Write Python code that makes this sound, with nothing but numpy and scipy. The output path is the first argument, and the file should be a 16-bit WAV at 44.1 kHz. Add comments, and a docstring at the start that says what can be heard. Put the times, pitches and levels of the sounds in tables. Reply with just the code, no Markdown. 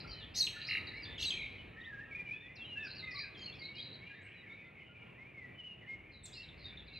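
"""Dawn chorus from a hillside garden above a bay, a two-port microphone in the open; 7 s.
Throughout, distant singers merge into a wash of short glides over noise-made rumble of town and sea, with breeze.
First come whistles and far sparrows; a shaking near chirp at 0.3 s, a rattle of quick falls at 0.7 s, a second at 1.2 s.
Then gliding, mostly thrush-like notes and chopped trills lead; far sparrows, warbling sines, return from 2.8 and 6.1 s.
Random echoes stand for trees and house walls and smear every note; a treble hiss follows the birds' loudness."""
import sys
import numpy as np
from scipy import signal
from scipy.fft import rfft, irfft
from scipy.io import wavfile
from scipy.ndimage import uniform_filter1d

SR = 44100
rng = np.random.default_rng(int(sys.argv[2]) if len(sys.argv) > 2 else 0)


def log_audio(samples):
    """Write samples as a 16-bit WAV file to the path given in sys.argv[1]."""
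    # one column per channel
    frames = np.atleast_2d(samples).T
    # limit to full scale, then quantise
    limited = np.clip(frames, -1, 1)
    pcm = np.round(limited * 32767).astype(np.int16)
    wavfile.write(sys.argv[1], SR, pcm)


def field_ratio(decibels):
    """Amplitude ratio for a level in dB (20 dB per decade); scalars and array-likes work."""
    return 10 ** (np.asarray(decibels, dtype=float) / 20)


N = 308259
T = np.arange(N) / SR  # time [s]

# Bird levels are those of the dry voice, ahead of echoes and microphone response.
# town and sea, ahead of small random swells: (time [s], level [dB])
RUMBLE_LEVEL = [(0.0, -54), (1.2, -54), (1.8, -57), (3.2, -56.5), (5.12, -60), (6.99, -57.5)]
# breeze on the microphone: (time [s], level [dB])
BREEZE_LEVEL = [(0, -54), (.7, -69.5), (1.2, -57), (1.9, -64.5), (2.7, -73), (3.3, -63.5), (4.2, -86.5),
                (5.4, -79.5), (6.2, -62), (6.99, -61)]
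# rumble spectra, common to both ports and differing between them: (frequency [Hz], relative level [dB per Hz])
RUMBLE_MID_SPECTRUM = [(20, -53), (40, -28), (63, -9), (109, -1), (260, -9.5), (385, -11.5), (800, -20.5),
                       (1470, -24.5), (2500, -13.5), (4000, -39.5), (5200, -53.5), (13400, -57)]
RUMBLE_SIDE_SPECTRUM = [(15, -51.5), (25, -15), (98, -3), (705, -3), (1510, -12), (2920, -27.5),
                        (3330, -35), (4440, -41.5), (6590, -42), (13400, -40)]
# wash of distant singers, echoes included: (time [s], level [dB])
CROWD_LEVEL = [(0.0, -61.5), (0.53, -51), (1.3, -56), (1.8, -65.5), (2.3, -67.5), (2.9, -62.5),
               (3.5, -69.5), (4.3, -55), (5.1, -67.5), (5.6, -71.5), (5.9, -94.5), (6.11, -76.5),
               (6.5, -60), (6.99, -66)]
# far sparrows, one table a chirp, ahead of warble and flutter: (time [s], pitch [Hz], level [dB])
FAR_CHIRPS = [
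    [(0.0, 4130, -41.5), (.03, 4060, -69)],
    [(.068, 4530, -53), (.085, 4560, -56), (.104, 4750, -49.5), (.122, 4190, -51.5), (.15, 4100, -55.5),
     (.16, 4000, -61)],
    [(.163, 4150, -56), (.2, 4040, -54.5), (.215, 3480, -52), (.232, 3170, -49), (.262, 2840, -64)],
    [(.61, 3960, -44), (.64, 4270, -50), (.662, 4100, -35)],
    [(.665, 5020, -46), (.685, 4810, -44), (.697, 3984, -39), (.718, 4123, -40), (.75, 3995, -53),
     (.815, 3910, -55)],
    [(.865, 3900, -39), (.9, 3900, -60.5), (.93, 4050, -66), (.96, 4120, -56.5), (.995, 4130, -56.5)],
    [(1.003, 4420, -67), (1.015, 5080, -66), (1.035, 4720, -50), (1.045, 4500, -47.5), (1.052, 3565, -48),
     (1.085, 3580, -62), (1.12, 3526, -51), (1.2, 3600, -72)],
    [(2.83, 4460, -59), (2.842, 5500, -68.5), (2.855, 4600, -55), (2.874, 4700, -50), (2.884, 3960, -54),
     (2.91, 4055, -50.5), (2.945, 4280, -60)],
    [(2.944, 5630, -65), (2.955, 4720, -54.5), (2.97, 4440, -48), (3.0, 3917, -47), (3.03, 3790, -58.5),
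     (3.065, 3700, -54)],
    [(3.102, 5950, -63), (3.122, 4270, -52), (3.135, 4290, -54.5)],
    [(3.138, 5300, -51), (3.152, 4250, -51), (3.17, 3950, -50.5), (3.19, 4290, -56), (3.215, 3976, -56),
     (3.24, 4260, -54), (3.268, 4150, -54.5), (3.285, 4030, -64)],
    [(3.172, 4500, -54), (3.195, 4750, -54.5), (3.24, 4650, -69), (3.28, 4500, -58)],
    [(3.368, 4770, -62.5), (3.388, 4620, -59.5), (3.4, 3650, -31.5)],
    [(3.412, 4400, -47), (3.435, 4180, -58), (3.46, 4270, -45), (3.51, 4250, -76)],
    [(3.52, 3170, -58), (3.54, 3900, -61.5), (3.548, 5600, -75), (3.56, 5030, -69), (3.72, 4880, -93)],
    [(3.585, 4500, -50), (3.615, 4490, -54), (3.63, 3930, -46), (3.66, 3937, -42.5), (3.705, 3870, -74)],
    [(3.745, 4700, -68.5), (3.765, 3920, -47), (3.805, 3884, -49.5), (3.845, 4080, -54), (3.88, 3830, -58),
     (3.92, 3870, -57), (3.95, 4110, -55), (3.97, 3790, -61)],
    [(4.008, 4090, -95), (4.1, 4035, -74), (4.18, 3566, -70.5)],
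    [(4.478, 3700, -81), (4.72, 3530, -74)],
    [(6.4, 3500, -65), (6.44, 3090, -71), (6.5, 3080, -68)],
    [(6.112, 4350, -68.5), (6.135, 4060, -63.5), (6.155, 3930, -60.5), (6.19, 3820, -73), (6.22, 3740, -65),
     (6.265, 3595, -54.5), (6.3, 3250, -61)],
    [(6.318, 3275, -52.5), (6.342, 4020, -53), (6.38, 4460, -65.5), (6.4, 4400, -54.5), (6.425, 4000, -62),
     (6.44, 3950, -49.5), (6.46, 3870, -75), (6.5, 3560, -49.5)],
    [(6.325, 4720, -55.5), (6.385, 5000, -67), (6.425, 4800, -64)],
    [(6.575, 4500, -65), (6.61, 4070, -56.5), (6.65, 3700, -55), (6.675, 3990, -55), (6.69, 3520, -56),
     (6.72, 3510, -61)],
    [(6.768, 3640, -50), (6.79, 3503, -60), (6.815, 3410, -54)],
    [(6.862, 4500, -66), (6.88, 4070, -59), (6.9, 3630, -58), (6.915, 3960, -62)],
    [(6.922, 3850, -50), (6.945, 4110, -54), (6.965, 4010, -58), (6.989, 3950, -52.5)],
]
# single whistles, each a glide through three pitches, level partway through:
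# (time [s], length [s], start pitch [Hz], middle pitch [Hz], end pitch [Hz], level [dB])
WHISTLES = [ (0.09, 0.15, 3070, 3040, 2800, -58), (0.028, 0.02, 3350, 3560, 3380, -64.5),
            (0.154, 0.045, 2990, 3090, 2870, -58.5), (0.935, 0.086, 1919, 2266, 2225, -47),
            (1.077, 0.079, 1770, 1704, 1720, -64), (1.104, 0.084, 3200, 3030, 2980, -56.5),
            (1.32, 0.12, 3270, 3150, 3120, -60.5), (1.328, 0.14, 4440, 3980, 3630, -53),
            (1.517, 0.047, 2383, 2320, 2060, -51), (1.577, 0.046, 3075, 3000, 3030, -55),
            (1.71, 0.16, 1800, 1950, 2034, -62), (1.801, 0.024, 2890, 3780, 3220, -58),
            (1.834, 0.03, 2780, 3420, 3900, -54.5), (2.127, 0.11, 2360, 2026, 2015, -60),
            (2.262, 0.025, 2905, 2930, 2930, -59), (2.334, 0.14, 3240, 3570, 3410, -60.5),
            (2.418, 0.13, 1820, 2000, 2100, -58), (2.565, 0.11, 2720, 2730, 2990, -54),
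            (2.644, .07, 3900, 3870, 4160, -61), (2.755, 0.12, 1582, 1762, 1485, -50.5),
            (2.8, 0.034, 3620, 3540, 3460, -54), (3.024, 0.074, 2045, 2084, 1970, -45),
            (3.114, 0.028, 1860, 1972, 2030, -48.5), (3.072, 0.048, 2384, 2500, 2370, -47),
            (3.201, 0.062, 1836, 1700, 1510, -56), (3.345, .025, 3610, 3290, 3100, -51),
            (3.358, 0.095, 3250, 3163, 3150, -52.5), (3.462, 0.042, 3100, 2830, 2660, -51.5),
            (3.779, 0.031, 3170, 3220, 3500, -45.5), (4.1, 0.062, 1730, 1645, 1985, -57),
            (4.142, 0.067, 1886, 1813, 1665, -59.5), (4.139, 0.084, 3580, 3790, 3930, -65),
            (4.215, 0.061, 6400, 8300, 7200, -75), (4.342, 0.081, 3980, 3970, 3700, -64),
            (4.496, 0.045, 3650, 3650, 3990, -63), (4.207, 0.04, 3580, 3040, 2647, -74),
            (4.577, 0.07, 2450, 2496, 2427, -57.5), (4.623, 0.076, 1960, 2068, 2030, -56),
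            (4.815, 0.11, 2790, 2790, 2920, -64.5), (6.053, 0.069, 2360, 2390, 2410, -61),
            (1.985, 0.1, 2673, 2740, 2530, -64), (6.348, 0.078, 2930, 2670, 2880, -53.5),
            (6.697, 0.065, 2197, 2360, 2295, -58.5), (6.43, 0.054, 2110, 2320, 2230, -68.5),
            (6.937, 0.033, 2970, 3140, 2960, -69), (6.519, 0.031, 2380, 2374, 2320, -62.5),
            (6.56, 0.04, 2470, 2180, 2100, -67), (6.789, 0.067, 2330, 2470, 2820, -71),
            (3.738, 0.037, 2800, 2880, 2990, -51.5), (6.901, 0.061, 2550, 2770, 2500, -58.5),
            (6.955, 0.023, 2620, 2500, 2390, -49.5), (6.88, 0.1, 2340, 2220, 2200, -59)]
# low level hoots of a distant bird, level partway through: (time [s], length [s], pitch [Hz], level [dB])
HOOTS = [ (.044, 0.014, 1360, -47), (.09, 0.037, 1300, -65), (.47, 0.39, 1300, -71.5),
         (.49, 0.032, 1710, -70), (.56, 0.019, 1434, -50), (.66, 0.16, 1260, -65), (1.73, 0.086, 1305, -70),
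         (1.92, 0.057, 1286, -68.5), (2.05, 0.071, 1320, -70.5), (3.0, 0.09, 1255, -69),
         (3.14, 0.054, 1150, -56.5), (4.49, 0.064, 1373, -75), (4.64, 0.078, 1385, -73.5),
         (4.89, 0.037, 1413, -63.5), (5.02, 0.075, 1392, -70), (5.08, 0.035, 1032, -63.5)]
# gliding phrases and short notes, mostly thrush-like, one high and thin, one table each:
# (time [s], pitch [Hz], level [dB])
PHRASES = [
    [(1.76, 1700, -58), (1.792, 1877, -46.5), (1.85, 1890, -47.5), (1.9, 1740, -53.5), (1.94, 1627, -53.5),
     (1.99, 1633, -49), (2.03, 1874, -47), (2.099, 1861, -68)],
    [(2.109, 2380, -51), (2.132, 2216, -39.5), (2.146, 2200, -52.5)],
    [(2.147, 2388, -34.5), (2.175, 2503, -45), (2.2, 2385, -44.5), (2.257, 2423, -52), (2.282, 2320, -38.5)],
    [(2.286, 2387, -43), (2.303, 2330, -40.5)],
    [(2.307, 2338, -39.5), (2.345, 2566, -40), (2.36, 2380, -72)],
    [(2.553, 6040, -65.5), (2.57, 4150, -50), (2.6, 3490, -62), (2.64, 3200, -51), (2.704, 2914, -49.5),
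     (2.75, 2820, -46.5), (2.78, 2668, -37.5), (2.856, 2520, -47.5), (2.881, 2280, -54.5)],
    [(3.536, 2270, -59.5), (3.564, 2600, -58.5), (3.598, 2350, -58), (3.612, 2128, -51), (3.69, 2255, -50),
     (3.755, 2180, -62.5), (3.781, 2547, -51), (3.831, 2190, -66)],
    [(3.993, 2060, -60), (4.027, 2225, -50.5), (4.095, 2443, -54.5), (4.155, 2380, -57),
     (4.186, 2330, -66.5), (4.208, 2200, -54), (4.274, 2220, -59.5)],
    [(5.15, 1750, -66), (5.204, 2110, -51.5), (5.244, 2222, -54.5), (5.29, 2407, -55), (5.334, 2320, -65),
     (5.35, 2236, -51.5), (5.44, 1961, -52), (5.501, 1895, -60)],
    [(5.547, 3020, -65.5), (5.599, 2987, -44), (5.625, 2817, -58), (5.651, 3005, -47), (5.69, 2880, -52),
     (5.733, 2837, -50.5), (5.789, 2790, -70)],
    [(3.36, 6330, -84), (3.383, 6980, -76), (3.397, 6460, -66), (3.407, 6940, -73), (3.435, 6360, -68.5),
     (3.465, 6600, -77), (3.5, 6300, -84)],
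    [(5.865, 1945, -53.5), (5.883, 2125, -46), (5.94, 2150, -47), (5.986, 2194, -63)],
]
# trills, ahead of zigzag and chop: (time [s], length [s], start pitch [Hz], end pitch [Hz], level [dB])
TRILLS = [(1.179, 0.077, 2890, 2800, -43), (1.309, 0.1, 2526, 2340, -46.5), (1.374, 0.095, 2340, 2295, -43),
          (3.153, 0.12, 2208, 2490, -48), (4.252, 0.12, 2195, 2338, -55), (4.282, 0.16, 3130, 2790, -65),
          (4.044, 0.083, 2780, 2800, -59), (4.46, 0.19, 2218, 2287, -55), (4.75, 0.091, 2200, 2110, -57.5),
          (4.8, 0.14, 2945, 3000, -63), (4.936, 0.14, 2440, 2275, -56), (4.984, 0.18, 2900, 2735, -63.5),
          (5.47, 0.094, 2270, 2348, -60.5), (5.811, 0.064, 2094, 1764, -55.5),
          (5.62, 0.18, 2790, 2564, -62.5), (6.006, 0.085, 2300, 2250, -64), (6.494, 0.11, 2330, 2207, -75)]
# rattle, a fall and a note after it, levels ahead of swell and fade:
# (time [s], fall length [s], top pitch [Hz], bottom pitch [Hz], fall level [dB], note level [dB])
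RATTLE = [(0.685, 0.0085, 2920, 1820, -29, -32), (0.7068, 0.0095, 3360, 1800, -24, -29),
          (0.726, 0.009, 3310, 1780, -26.5, -30.5), (0.7475, .009, 3220, 1720, -23.5, -30),
          (.768, .009, 3380, 1900, -24.5, -33), (0.774, 0.014, 2570, 1963, -31.5, -50.5)]
# treble hiss that follows the rattle's loudness: (frequency [Hz], relative level [dB per Hz])
RATTLE_HISS = [(8000, -26), (10500, 0), (13000, -13), (14500, -39)]
# near sparrow: (time [s], level [dB], quieter at the start by [dB],
# quieter between turning points by [dB], low turns louder than high ones by [dB])
NEAR_CHIRPS = [(.341, -28, 23.5, 4, 1.5), (1.184, -34.5, 15.5, 9.5, 8.5)]
# length of the shaking part of each near chirp: [s]
SHAKE_LENGTHS = .063, .0705
# plain notes of the near birds, one table a note: (time [s], pitch [Hz], level [dB])
NEAR_ENDINGS = [
    [(.404, 4440, -22), (.43, 3796, -27.5), (.445, 4300, -40), (.455, 3843, -27.5), (.465, 4500, -44),
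     (.468, 3370, -33.5), (.477, 2370, -29.5)],
    [(1.18, 3330, -35), (1.187, 3220, -40)],
    [(1.227, 3870, -28), (1.236, 3030, -35.5)],
    [(1.253, 4140, -32.5), (1.27, 3930, -31), (1.287, 3820, -33), (1.295, 4250, -36.5),
     (1.301, 5100, -44.5)],
    [(1.3035, 3710, -33), (1.309, 3170, -25.5), (1.318, 3127, -38.5), (1.319, 2970, -48),
     (1.328, 2350, -30)],
    [(6.232, 9040, -62), (6.24, 7650, -51), (6.247, 8430, -45), (6.252, 7350, -56), (6.258, 7630, -39.5),
     (6.263, 5300, -55.5), (6.268, 3570, -51)],
]
# treble hiss that follows the loudness of the birds: (frequency [Hz], relative level [dB per Hz])
FOLLOWING_HISS = [(1500, -26), (3500, 13), (7000, -4.5), (13000, -22)]
# microphone response to the birds: (frequency [Hz], gain [dB])
MICROPHONE = [(1000, -2.5), (8500, -7.5), (9500, -48), (10800, 2), (13000, -5), (14500, -30)]
# phase lead of the left port over the right, negative where it lags: (frequency [Hz], lead [rad])
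PORT_LEAD = [(150, 0), (340, -.35), (780, -1.3), (1120, -1.2), (1550, -.25), (1900, -.25), (4000, -.5),
             (6000, -.3), (8500, 1.1)]

# whistle level at its start and end, against that at the given share of its length
LEVEL_SHARE, START_DB, END_DB = 0.44, -0.5, 2
TRILL_PER_S, TRILL_DEPTH_HZ, TRILL_CHOP_DB = 44, 168, 4.5  # depths of a full trill, each way
# below the first level, zigzag and chop shrink by e for each step of the second
TRILL_FULL_DB, TRILL_BLUR_DB = -43, 17
RATTLE_NOTE_HZ, RATTLE_NOTE_S = 2780, 0.012
# middle line of the near chirp at start, halfway and end; greatest swing either way
SHAKE_START_HZ, SHAKE_TOP_HZ, SHAKE_END_HZ, SHAKE_DEPTH_HZ = 3700, 5300, 4500, 1300
# pace at start and end [turns per shaking part]; first phase [turns]
SHAKES_FIRST, SHAKES_LAST, SHAKE_PHASE = 7.3, 4.7, 0.13


def colour(x, points):
    """Weight the spectrum by (Hz, dB) points joined on a log frequency axis."""
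    hz, db = np.transpose(points)
    grid = np.maximum(np.fft.rfftfreq(N, 1 / SR), 1)
    gain = field_ratio(np.interp(np.log(grid), np.log(hz), db))
    return irfft(rfft(x) * gain, N)


def unit(x):
    """Scale to rms 1."""
    return x / np.sqrt(np.mean(x ** 2))


def curve(table):
    """A level curve as gain."""
    return field_ratio(np.interp(T, *np.transpose(table)))


def walk(rate):
    """Random levels held 1 / rate s, smoothed twice, rms 1."""
    hold = int(SR / rate)
    steps = np.repeat(rng.standard_normal(N // hold + 1), hold)
    smooth = uniform_filter1d(uniform_filter1d(steps, hold), hold)
    return unit(smooth[:N])


def track(table):
    """Start time of a note and its columns at every sample, corners rounded."""
    s, *columns = np.transpose(table)
    t = np.arange(s[0], s[-1], 1 / SR)
    return s[0], [uniform_filter1d(np.interp(t, s, c), size=90, mode="nearest") for c in columns]


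def add(out, start, hz, db, edge, second_db, third_db=-80.):
    """Sing one note: a sine with two overtones and ends rounded over edge seconds."""
    t = np.arange(len(hz)) / SR
    phase = 2 * np.pi * np.cumsum(hz) / SR
    ends = np.sin(np.pi / 2 * np.clip(np.minimum(t, t[-1] - t) / edge, 0, 1)) ** 2
    tone = np.sin(phase) + field_ratio(second_db) * np.sin(2 * phase) + field_ratio(third_db) * np.sin(3 * phase)
    note = np.sqrt(2) * field_ratio(db) * ends * tone
    i = max(int(start * SR), 0)
    out[i:i + len(t)] += note[:N - i]


def garden(x, scatter_db, scatter_s, tail_db, t60):
    """Direct sound, dense echoes off leaves and a long tail; mid and side hear different echoes."""
    t = T[:SR + SR // 2]
    noise = rng.standard_normal((2, len(t)))
    dull = signal.sosfilt(signal.butter(4, 4800, fs=SR, output="sos"), noise)
    treble_left = np.exp(-t / 0.15)  # the treble of the echoes dies away first
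    scatter = field_ratio(scatter_db) * np.exp(-t / scatter_s) / np.sqrt(scatter_s * SR)
    tail = field_ratio(tail_db - 60 * t / t60) / np.sqrt(t60 * SR / 14)
    onset = np.minimum(t / 0.0043, 1)
    echoes = (scatter + tail) * onset * (dull + treble_left * (noise - dull))
    echoes[0, 0] = 1  # the direct sound, in mid only
    return signal.fftconvolve(x[None], echoes, axes=1)[:, :N]


def following_hiss(song, spectrum, db):
    """A faint treble hiss, shaped noise that follows the loudness of the song."""
    loudness = np.sqrt(uniform_filter1d(song ** 2, size=900) + 1e-14)
    return loudness * unit(colour(rng.standard_normal(N), spectrum)) * field_ratio(db)


def rumble():
    """Town and sea as smooth noise; breeze adds deep bass nearly alike at both ports."""
    mid = unit(colour(rng.standard_normal(N), RUMBLE_MID_SPECTRUM))
    side = unit(colour(rng.standard_normal(N), RUMBLE_SIDE_SPECTRUM))
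    bass = signal.butter(4, [42, 100], "band", fs=SR, output="sos")
    breeze = unit(signal.sosfilt(bass, rng.standard_normal(N))) * curve(BREEZE_LEVEL)
    swell = field_ratio(1.33 * walk(8.8))
    town_and_sea = np.array([mid, field_ratio(-9.5) * side]) * curve(RUMBLE_LEVEL) * swell
    return town_and_sea + np.array([[1], [0.1]]) * breeze


def crowd(count=330):
    """Many distant singers: short arched glides, nearly all echo, that merge into a fluttering wash."""
    out = np.zeros(N)
    for when, pitch, long, bend, arch, size in rng.random((count, 6)):
        u = np.linspace(-1, 1, int((0.028 + 0.12 * long) * SR))
        hz = 1750 + 1700 * pitch ** 1.5 + 600 * (bend - 0.55) * u + 500 * (arch - 0.5) * u ** 2
        hz = hz + 250 * pitch * np.sin(9 * u)  # the higher voices twitter
        add(out, when * N / SR, hz, -18 * size - 10 * pitch ** 3, 0.012, -48)
    wash = garden(out * field_ratio(3.5 * walk(60)), 1, 0.03, 4, 0.9)
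    return wash / np.std(wash[0]) * curve(CROWD_LEVEL)


def far_sparrows():
    """Both halves of the voice box sing: a beaded main strand with a fine warble and a weak, hoarse one around it."""
    out = np.zeros(N)
    main, hoarse = (0, 95, 40, 0), (350, 300, 130, -8)
    for gap_hz, depth_hz, hoarse_hz, strand_db in (main, hoarse):
        turns = 2 * np.pi * np.cumsum(85 + 30 * walk(30)) / SR  # about 85 warbles a second
        regular = depth_hz * (1 + 0.4 * walk(20)) * np.sin(turns)
        warble = gap_hz + regular + hoarse_hz * walk(250)
        flutter = strand_db - 5 * np.cos(turns) + 3 * walk(40) + 3 * walk(130)
        for start, (hz, db) in map(track, FAR_CHIRPS):
            here = (int(start * SR) + np.arange(len(hz))) % N
            add(out, start, np.minimum(hz + warble[here], 5600), db + flutter[here], 0.008, -48)
    return garden(out, -2, 0.03, 0, 0.8)


def arched_note(s, length, first, middle, last, db):
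    """A whistle's pitch bends through three points as its level rises slightly throughout, loudest at the end."""
    u = np.linspace(-1, 1, int(length * SR))
    hz = middle + (last - first) / 2 * u + ((first + last) / 2 - middle) * u ** 2
    rise = np.interp((u + 1) / 2, [0, LEVEL_SHARE, 1], [START_DB, 0, END_DB])
    return s, (hz, db + rise)


def trill(s, length, first, last, db):
    """A trill's pitch zigzags along a glide while its level is chopped into pulses."""
    t = T[:int(length * SR)]
    turns = 2 * np.pi * TRILL_PER_S * t
    clear = np.exp(min(db - TRILL_FULL_DB, 0) / TRILL_BLUR_DB)
    glide = first + (last - first) * t / length
    hz = glide + clear * TRILL_DEPTH_HZ * np.sin(turns)
    return s, (hz, db + clear * TRILL_CHOP_DB * np.cos(turns))


def whistles():
    """Clear gliding notes a few gardens away; high ones quaver most, and moving air makes them flutter."""
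    out, quaver = np.zeros(N), 0.0035 * walk(90)
    notes = [track(phrase) for phrase in PHRASES]
    notes += [arched_note(*whistle) for whistle in WHISTLES]
    notes += [arched_note(s, length, hz, hz, hz, db) for s, length, hz, db in HOOTS]
    notes += [trill(*row) for row in TRILLS]
    for start, (hz, db) in notes:
        here = np.roll(quaver, -int(start * SR))[:len(hz)]
        width = np.minimum(hz / 2400, 1.7) ** 2
        add(out, start, hz * (1 + width * here), db, 0.004, -48)
    flutter = field_ratio(1.8 * walk(60) + 2 * walk(140))
    return garden(out * flutter, -7, 0.02, -4, 1.1)


def rattle():
    """A row of quick falls close by, each followed by a short fading note; a treble hiss follows their loudness."""
    out = np.zeros(N)
    fade_db = np.linspace(0, -7, int(RATTLE_NOTE_S * SR))
    note_hz = np.full(len(fade_db), float(RATTLE_NOTE_HZ))
    for s, length, top_hz, bottom_hz, db, note_db in RATTLE:
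        left = np.linspace(1, 0, int(length * SR))  # share of the fall still to come
        fall_hz = bottom_hz + (top_hz - bottom_hz) * left ** 1.5
        fall_db = db - 14 * left ** 3 - 5 * (1 - left)
        add(out, s, fall_hz, fall_db, 0.003, -38)
        add(out, s + length, note_hz, note_db + fade_db, 0.003, -38)
    out = garden(out, -15, 0.03, -7, 1.0)
    return out + following_hiss(out[0], RATTLE_HISS, -41)  # the same hiss in mid and side


def near_birds():
    """Near chirps shake widely, ever slower, beside plain notes of gliding pitch."""
    out = np.zeros(N)
    for (s, db, swell_db, dip_db, low_db), length in zip(NEAR_CHIRPS, SHAKE_LENGTHS):
        u = np.linspace(0, 1, int(length * SR))
        arch = np.sin(np.pi * u) ** 0.34
        line = SHAKE_START_HZ + (SHAKE_END_HZ - SHAKE_START_HZ) * u
        middle = line + (SHAKE_TOP_HZ - (SHAKE_START_HZ + SHAKE_END_HZ) / 2) * arch
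        turns = SHAKE_PHASE + SHAKES_FIRST * u + (SHAKES_LAST - SHAKES_FIRST) * u ** 2 / 2
        shake = np.cos(2 * np.pi * turns)  # 1 at the low turns, -1 at the high ones
        hz = middle - SHAKE_DEPTH_HZ * arch * shake
        db = db - swell_db * (1 - u) ** 3.6 - dip_db * (1 - shake ** 2) + low_db * shake / 2
        # second overtone level is strongest at the low turns, the third grows with level
        add(out, s, hz, db, 0.002, second_db=-23 + 7 * shake, third_db=1.3 * db + 12.5)
    for ending in NEAR_ENDINGS:
        start, (hz, db) = track(ending)
        add(out, start, hz, db, 0.002, second_db=-19, third_db=1.8 * db + 10)
    return garden(out, -16.0, 0.058, -0.54, 0.66)


def scene():
    """Sound reaches one microphone port slightly ahead, which turns part of the mid into side."""
    mid, side = crowd() + far_sparrows() + whistles() + rattle() + near_birds()
    mid = colour(mid + following_hiss(mid, FOLLOWING_HISS, -27.5), MICROPHONE)
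    side = colour(side, MICROPHONE)
    mid, side = np.array([mid, field_ratio(-24.0) * side]) + rumble()
    lead = np.interp(np.fft.rfftfreq(N, 1 / SR), *np.transpose(PORT_LEAD))
    turned = 1j * np.tan(np.clip(lead, -2.4, 2.4) / 2) * rfft(mid)
    side = side + irfft(turned, N)
    return np.array([mid + side, mid - side])


def low_pass(x):
    """Removes everything above the highest recorded frequency."""
    return signal.sosfilt(signal.butter(12, 15700, fs=SR, output="sos"), x)


def record(dry):
    """Take the finished two-port mix as the phone stores it."""
    return low_pass(dry)


dry = scene()
out = record(dry)
log_audio(out)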